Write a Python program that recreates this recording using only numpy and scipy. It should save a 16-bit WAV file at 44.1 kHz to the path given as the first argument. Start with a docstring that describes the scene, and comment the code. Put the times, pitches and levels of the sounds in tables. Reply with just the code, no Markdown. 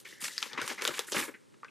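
"""A small, quiet room, microphone close to a desk: a paper flyer is picked up and turned over.
Its pages slide over each other with a grainy hiss, an edge scrapes under the fingers, panels buckle
with soft papery flaps, and creases snap through with sharp ticks. Each snap or flap also shoves
the whole sheet, which answers with a low thump. Faint room tone lies underneath."""
import sys
import numpy as np
from scipy import signal
from scipy.fft import rfft, irfft
from scipy.io import wavfile

SR = 44100
rng = np.random.default_rng(int(sys.argv[2]) if len(sys.argv) > 2 else 0)


def wrap_up_sound(samples):
    """Save the sound to the file named by the first command line argument, as 16-bit audio."""
    columns = np.atleast_2d(samples).T
    # keep every value between -1 and 1, then stretch to whole-number steps
    tamed = np.clip(columns, -1, 1)
    steps = np.round(tamed * 32767).astype(np.int16)
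    wavfile.write(sys.argv[1], SR, steps)


N = 74970
TIME = np.arange(N) / SR


def from_db(db):
    """Decibels to gain."""
    return 10 ** (np.asarray(db) / 20)


def unit_rms(x):
    """Scale to unit power."""
    return x / np.sqrt(np.mean(x ** 2) + 1e-20)


def filt(x, hz, kind, order=2):
    """Causal Butterworth filter."""
    return signal.sosfilt(signal.butter(order, hz, kind, fs=SR, output="sos"), x)


def decay(t, t60):
    """An envelope that falls 60 dB in t60 seconds."""
    return np.exp(-np.log(1000) * t / t60)


def ring(x, hz, t60):
    """A resonator: a unit click sets a sine of height 1 ringing."""
    r, w = decay(1 / SR, t60), 2 * np.pi * hz / SR
    return signal.lfilter([1, -r * np.cos(w)], [1, -2 * r * np.cos(w), r * r], x + 1e-18)


def add(out, start, sound):
    """Mix a short mid and side sound in at start seconds."""
    i = int(start * SR)
    out[:, i:i + sound.shape[1]] += sound[:, :N - i]


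def along_hz(points):
    """Read a table of (f/Hz, value) at every Fourier bin."""
    hz, value = np.transpose(points)
    return np.interp(np.log(np.arange(N // 2 + 1) * SR / N + 1), np.log(hz), value)


def shaped(x, gain):
    """Apply a gain per Fourier bin."""
    return irfft(rfft(x) * gain, N)


def drift(hz):
    """Random wander of spread 1, mostly slower than hz."""
    return unit_rms(filt(rng.standard_normal(N), hz, "low"))


def friction(grains_per_s=14000, spread_db=3):
    """Fibres catch and let go: dense trains of tiny clicks of uneven size, as mid and side."""
    caught = rng.random((2, N)) < grains_per_s / SR
    sign = rng.choice([-1, 1], (2, N))
    return caught * sign * from_db(spread_db * np.minimum(rng.exponential(1, (2, N)), 4))


def hiss(low_hz, high_hz, corner_hz, count=4):
    """Friction at unit power; its bands swell and sink as the contact wanders over the page."""
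    edges, grains = np.geomspace(low_hz, high_hz, count + 1), (friction(), friction())
    patch_db, bands = 3.0, 0
    for k in range(count):
        swell = from_db(patch_db * np.tanh(drift(hz=20.4)))
        bands += swell * filt(grains[k % 2], edges[k:k + 2], "band")
    return unit_rms(filt(bands, corner_hz, "low", order=1))


def puff(swell_s, db, hz, width):
    """A soft noise burst that swells and dies away, in a band from hz / width to hz * width."""
    t = np.arange(SR // 10) / SR
    shape = t / swell_s * np.exp(1 - t / swell_s)
    burst = filt(shape * rng.standard_normal((2, len(t))), [hz / width, hz * width], "band")
    return from_db(db) * np.array([unit_rms(row) for row in burst]) * np.sqrt(np.mean(shape ** 2))


def room_tone(level_db=-66):
    """Steady low room noise with a little microphone hiss, as mid and side."""
    # noise floor spectrum: f/Hz, relative density/dB
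    spectrum = [(25, -39), (60, -47), (110, -5.5), (200, -6), (360, -1.5), (550, -7.5), (900, -13.5),
                (2000, -14.5), (5000, -19), (9000, -20.5), (15000, -39.5)]
    # its stereo width: f/Hz, side over mid/dB
    width = [(100, 11), (400, 5.5), (1100, 4.5), (2000, -6), (3500, -30), (5500, -33), (8000, -7),
             (12000, -2)]
    noise = shaped(rng.standard_normal((2, N)), from_db(along_hz(spectrum)))
    mid, side = from_db(level_db) * unit_rms(noise)
    return mid, shaped(side, from_db(along_hz(width)))


def reflections(paper, level_db=-17.5, delay_s=0.0055, top_hz=7560):
    """Desk and walls return a short, dull, diffuse tail, as mid and side."""
    t = np.arange(SR // 2) / SR
    noise = filt(rng.standard_normal((2, len(t))), top_hz, "low", order=1)
    tail = unit_rms(noise * decay(t, t60=0.27) * (t > delay_s)) / np.sqrt(len(t))
    return from_db(level_db) * signal.fftconvolve(paper[:1], tail, axes=1)[:, :N]


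def edge_scrape(start_s=0.069, hold_s=0.51, fade_db_per_s=48, level_db=-59.5):
    """An edge drags under the fingers and scrapes unevenly in a narrow band."""
    hz, width = 1870, 1.12
    t = TIME - start_s
    judder_db = 6 * np.tanh(drift(hz=35))
    shape = (t > 0) * from_db(judder_db - fade_db_per_s * np.maximum(t - hold_s, 0))
    return from_db(level_db) * shape * unit_rms(filt(friction(), [hz / width, hz * width], "band"))


def page_slides(judder_db=1.73, billow_db=-25, billow_hz=139):
    """Page rubs on page: each slide swells, holds and fades, juddering in all ranges at once."""
    # body, mid, presence and treble ranges of sliding paper: low edge/Hz, high edge/Hz, roll-off/Hz
    ranges = [(203, 610, 1300), (783, 2500, 3600), (2660, 6650, 6700), (6750, 13940, 2000)]
    # slides: t/s, rise/s, hold/s, fade/(dB/s), body/dB, mid/dB, presence/dB, treble/dB
    strokes = [(-.01, 0.0044, 0.0053, 425, -69.5, -68, -56, -55),
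               (0.045, 0.0051, 0.063, 130, -69.5, -64.5, -55.5, -60),
               (0.202, 0.016, 0.01, 400, -66, -53.5, -48, -41.5),
               (0.236, .006, 0.006, 290, -53.5, -45, -38.5, -38.5),
               (0.27, 0.067, 0.13, 173, -69, -65, -50.5, -56),
               (0.418, 0.0049, 0.011, 275, -58, -44.5, -61, -49),
               (0.508, 0.0049, 0.11, 193, -56.5, -51, -61, -84),
               (0.603, 0.0044, 0.011, 227, -47, -41, -49, -59.5),
               (0.613, 0.045, 0.0093, 219, -68, -47.5, -47.5, -49.5),
               (0.677, 0.022, 0.0078, 318, -49, -41, -41, -46.5),
               (0.774, 0.0098, 0.022, 193, -55.5, -42.5, -53, -63),
               (0.799, 0.045, 0.051, 176, -55.5, -48, -48, -48),
               (0.923, 0.018, 0.073, 305, -61, -47.5, -50.5, -49.5),
               (1.067, 0.0051, 0.088, 144, -75, -60.5, -57.5, -49),
               (1.114, 0.0087, 0.013, 245.5, -50, -46.5, -39, -60),
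               (1.133, 0.027, 0.042, 275.5, -40.5, -36.5, -40.5, -40),
               (1.201, 0.018, 0.028, 341.5, -70, -55, -52, -46.5)]
    power = 0
    for start, rise, hold, fade, *levels_db in strokes:
        attack = np.clip((TIME - start) / rise, 0, 1)
        release = from_db(-fade * np.maximum(TIME - start - rise - hold, 0))
        power += (from_db(levels_db)[:, None] * attack * release) ** 2
    levels = np.sqrt(power) * from_db(judder_db * drift(hz=89))
    air = unit_rms(filt(rng.standard_normal((2, N)), [billow_hz / 2, billow_hz], "band"))
    billow = from_db(billow_db) * levels[0] * air  # air pushed by the sheet follows the body range
    return billow + sum(level * hiss(*span) for level, span in zip(levels, ranges))


def panel_flaps():
    """A buckling panel gives a papery flap and a thump of the whole sheet."""
    # buckles: t/s, swell/s, flap level/dB, flap f/Hz, band edge ratio, thump level/dB, thump f/Hz
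    buckles = [(0.0496, 0.0063, -44.5, 2070, 1.2, -59.5, 400), (.126, 0.00097, -42, 1930, 1.1, -52, 398),
               (0.221, 0.0038, -43, 2230, 1.3, -51, 250), (.251, 0.0026, -35, 1930, 1.27, -70, 300),
               (0.279, .003, -36.5, 2190, 2.2, -56, 404), (0.459, 0.0035, -50, 1500, 2.1, -50, 346),
               (0.574, 0.0069, -31.5, 1340, 1.74, -47, 425), (0.585, 0.0013, -44, 1083, 1, -35.5, 312),
               (.597, 0.003, -36, 1870, 1.76, -68, 330), (0.612, 0.0033, -36, 1450, 0.91, -57, 305),
               (0.693, 0.009, -42, 1800, 1.9, -50, 383), (0.712, 0.0024, -36.5, 1150, 1.7, -44, 395),
               (.811, 0.0032, -38, 1720, 2, -46.5, 394), (.868, 0.0036, -35, 2900, 1.56, -42, 422),
               (.881, 0.0041, -38.5, 1420, 1.12, -34, 420), (0.903, 0.0051, -39, 1350, 1.4, -47, 420),
               (0.938, .005, -38.5, 1960, 1.74, -68, 400), (0.9807, 0.0016, -34, 1730, 1.7, -73, 400),
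               (1.08, 0.0037, -43, 1620, 1.2, -54, 404), (1.122, 0.0021, -57, 2020, 2.2, -34.5, 533),
               (1.144, 0.004, -32.5, 1390, 1.7, -37, 446), (1.164, 0.0029, -26, 1850, 1.48, -35, 239),
               (1.190, 0.0028, -35.5, 3080, 1.4, -56, 310), (1.21, 0.0026, -37.5, 2000, 2.8, -53, 304),
               (1.223, .004, -34.5, 2050, 1.3, -46.5, 298), (1.278, 0.006, -43.5, 1620, 1.4, -45, 346),
               (1.289, 0.0032, -72, 1480, 0.5, -41, 356), (1.338, 0.0065, -47.5, 1900, 1.24, -55.5, 334),
               (1.540, 0.0024, -59, 1290, 1.9, -62.5, 296), (1.68, 0.0042, -53.5, 2280, 1.24, -66, 302)]
    out = np.zeros((2, N))
    for start, swell_s, flap_db, flap_hz, width, thump_db, thump_hz in buckles:
        flap = puff(swell_s, flap_db, flap_hz, width=max(width, 1.05))
        thump = puff(swell_s, thump_db, thump_hz, width=1.354)
        add(out, start, flap + thump)
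    return out


def hand_bumps():
    """The hand knocks the sheet with soft, deep bumps."""
    # bumps: t/s, level/dB, f/Hz
    bumps = [(0.223, -64, 131), (.535, -59.5, 143), (.613, -53, 146), (0.882, -56.5, 120),
             (1.153, -51.5, 178)]
    out = np.zeros((2, N))
    for start, db, hz in bumps:
        add(out, start, puff(swell_s=0.0085, db=db, hz=hz, width=1.28))
    return out


def crease_snaps(click_db=-6.5, side_db=1.5, ring_cycles=14.2, thump_hz=453):
    """A crease gives way with a broad crack; the nearest facet rings and the sheet thumps."""
    # snaps: t/s, crack gain/dB, top/Hz, ring f/Hz, ring gain/dB, thump gain/dB
    snaps = [(0.2309, -30, 13000, 4860, -29, -54), (0.2439, -8.5, 11900, 1750, -24.5, -63),
             (0.3799, -6, 7000, 4740, -14, -62), (0.4273, 1, 6200, 2480, -19, -47),
             (0.5321, -11, 6600, 3500, -25, -49), (0.6164, -4, 11900, 1640, -42, -33),
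             (0.6779, -1.5, 13300, 7430, -19.5, -54), (0.8211, 0, 10800, 1610, -25, -26),
             (.8518, -0.5, 13600, 1390, -19, -28), (0.8766, 3.5, 12100, 2960, -15.5, -32),
             (0.9923, -0.5, 13400, 3500, -15, -34.5), (1.1206, -8, 11800, 7000, -17, -59),
             (1.6316, -41, 2310, 1110, -26, -51), (1.646, -38, 4900, 1480, -26.5, -51.5)]
    out, t = np.zeros((2, N)), np.arange(SR // 10) / SR
    crumple = from_db(-17) * decay(t, t60=0.0038)  # a quick run of tiny breaks
    flutter = from_db(-28) * decay(t, t60=0.059)  # the snap spreads through the sheet
    for start, crack_db, top_hz, ring_hz, ring_db, thump_db in snaps:
        kick = from_db([[0], [side_db]]) * (crumple + flutter) * rng.standard_normal((2, len(t)))
        kick[0, 0] = from_db(click_db)  # the opening click, in the mid only
        crack = from_db(crack_db) * filt(kick, 3780, "low", order=1)
        facet = from_db(ring_db) * ring(kick, ring_hz, t60=ring_cycles / ring_hz)
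        tick = filt(crack + facet, 1030, "high", order=4)
        tick = filt(tick, top_hz, "low", order=3)
        thump = from_db(thump_db) * filt(ring(kick, thump_hz, t60=0.032), [260, 2 * thump_hz], "band")
        add(out, start, tick + thump)
    return out


def scene():
    """The flyer over room tone, as left and right; its bass leans left as it passes the microphone."""
    # diffuse width of the paper: f/Hz, side gain/dB
    paper_width = [(80, -3), (200, -4.5), (400, -13), (1000, -10), (2000, -22.5), (3600, -33), (5500, -19),
                   (8000, -6.5), (12000, -4)]
    # leftward lean at the closest pass: f/Hz, share of the mid added to the side
    left_bias = [(60, 0.8), (300, 0.78), (550, 0.57), (1000, 0.32), (2000, .05), (12000, 0.089)]
    # how far the sheet covers the microphone's left port: t/s, share
    port_cover = [(0, 0.64), (.56, 1), (1.28, 0.76), (1.45, 0.36)]
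    # where the paper sits in the image: t/s, left over right/dB
    position = [(.28, 0), (.38, 1), (.53, 2), (.62, -0.4), (.9, 0), (1.2, -2), (1.65, 1.5)]
    paper = page_slides() + edge_scrape() + panel_flaps() + hand_bumps() + crease_snaps()
    mid, side = paper + reflections(paper)
    closeness = np.interp(TIME, *np.transpose(port_cover))
    lean = from_db(np.interp(TIME, *np.transpose(position)))
    side = shaped(side, from_db(along_hz(paper_width)))
    side += closeness * shaped(mid, along_hz(left_bias))
    side += mid * (lean - 1) / (lean + 1)
    tone_mid, tone_side = room_tone()
    mid, side = mid + tone_mid, side + tone_side
    return np.array([mid + side, mid - side])


def record(dry):
    """The microphone has a hollow in the low mids; the top is cut steeply."""
    hollow_hz, cutoff_hz = 693, 15200
    hollowed = signal.lfilter(*signal.iirnotch(hollow_hz, Q=5.34, fs=SR), dry)
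    return signal.sosfilt(signal.ellip(10, .2, 80, cutoff_hz, fs=SR, output="sos"), hollowed)


dry = scene()
out = record(dry)
wrap_up_sound(out)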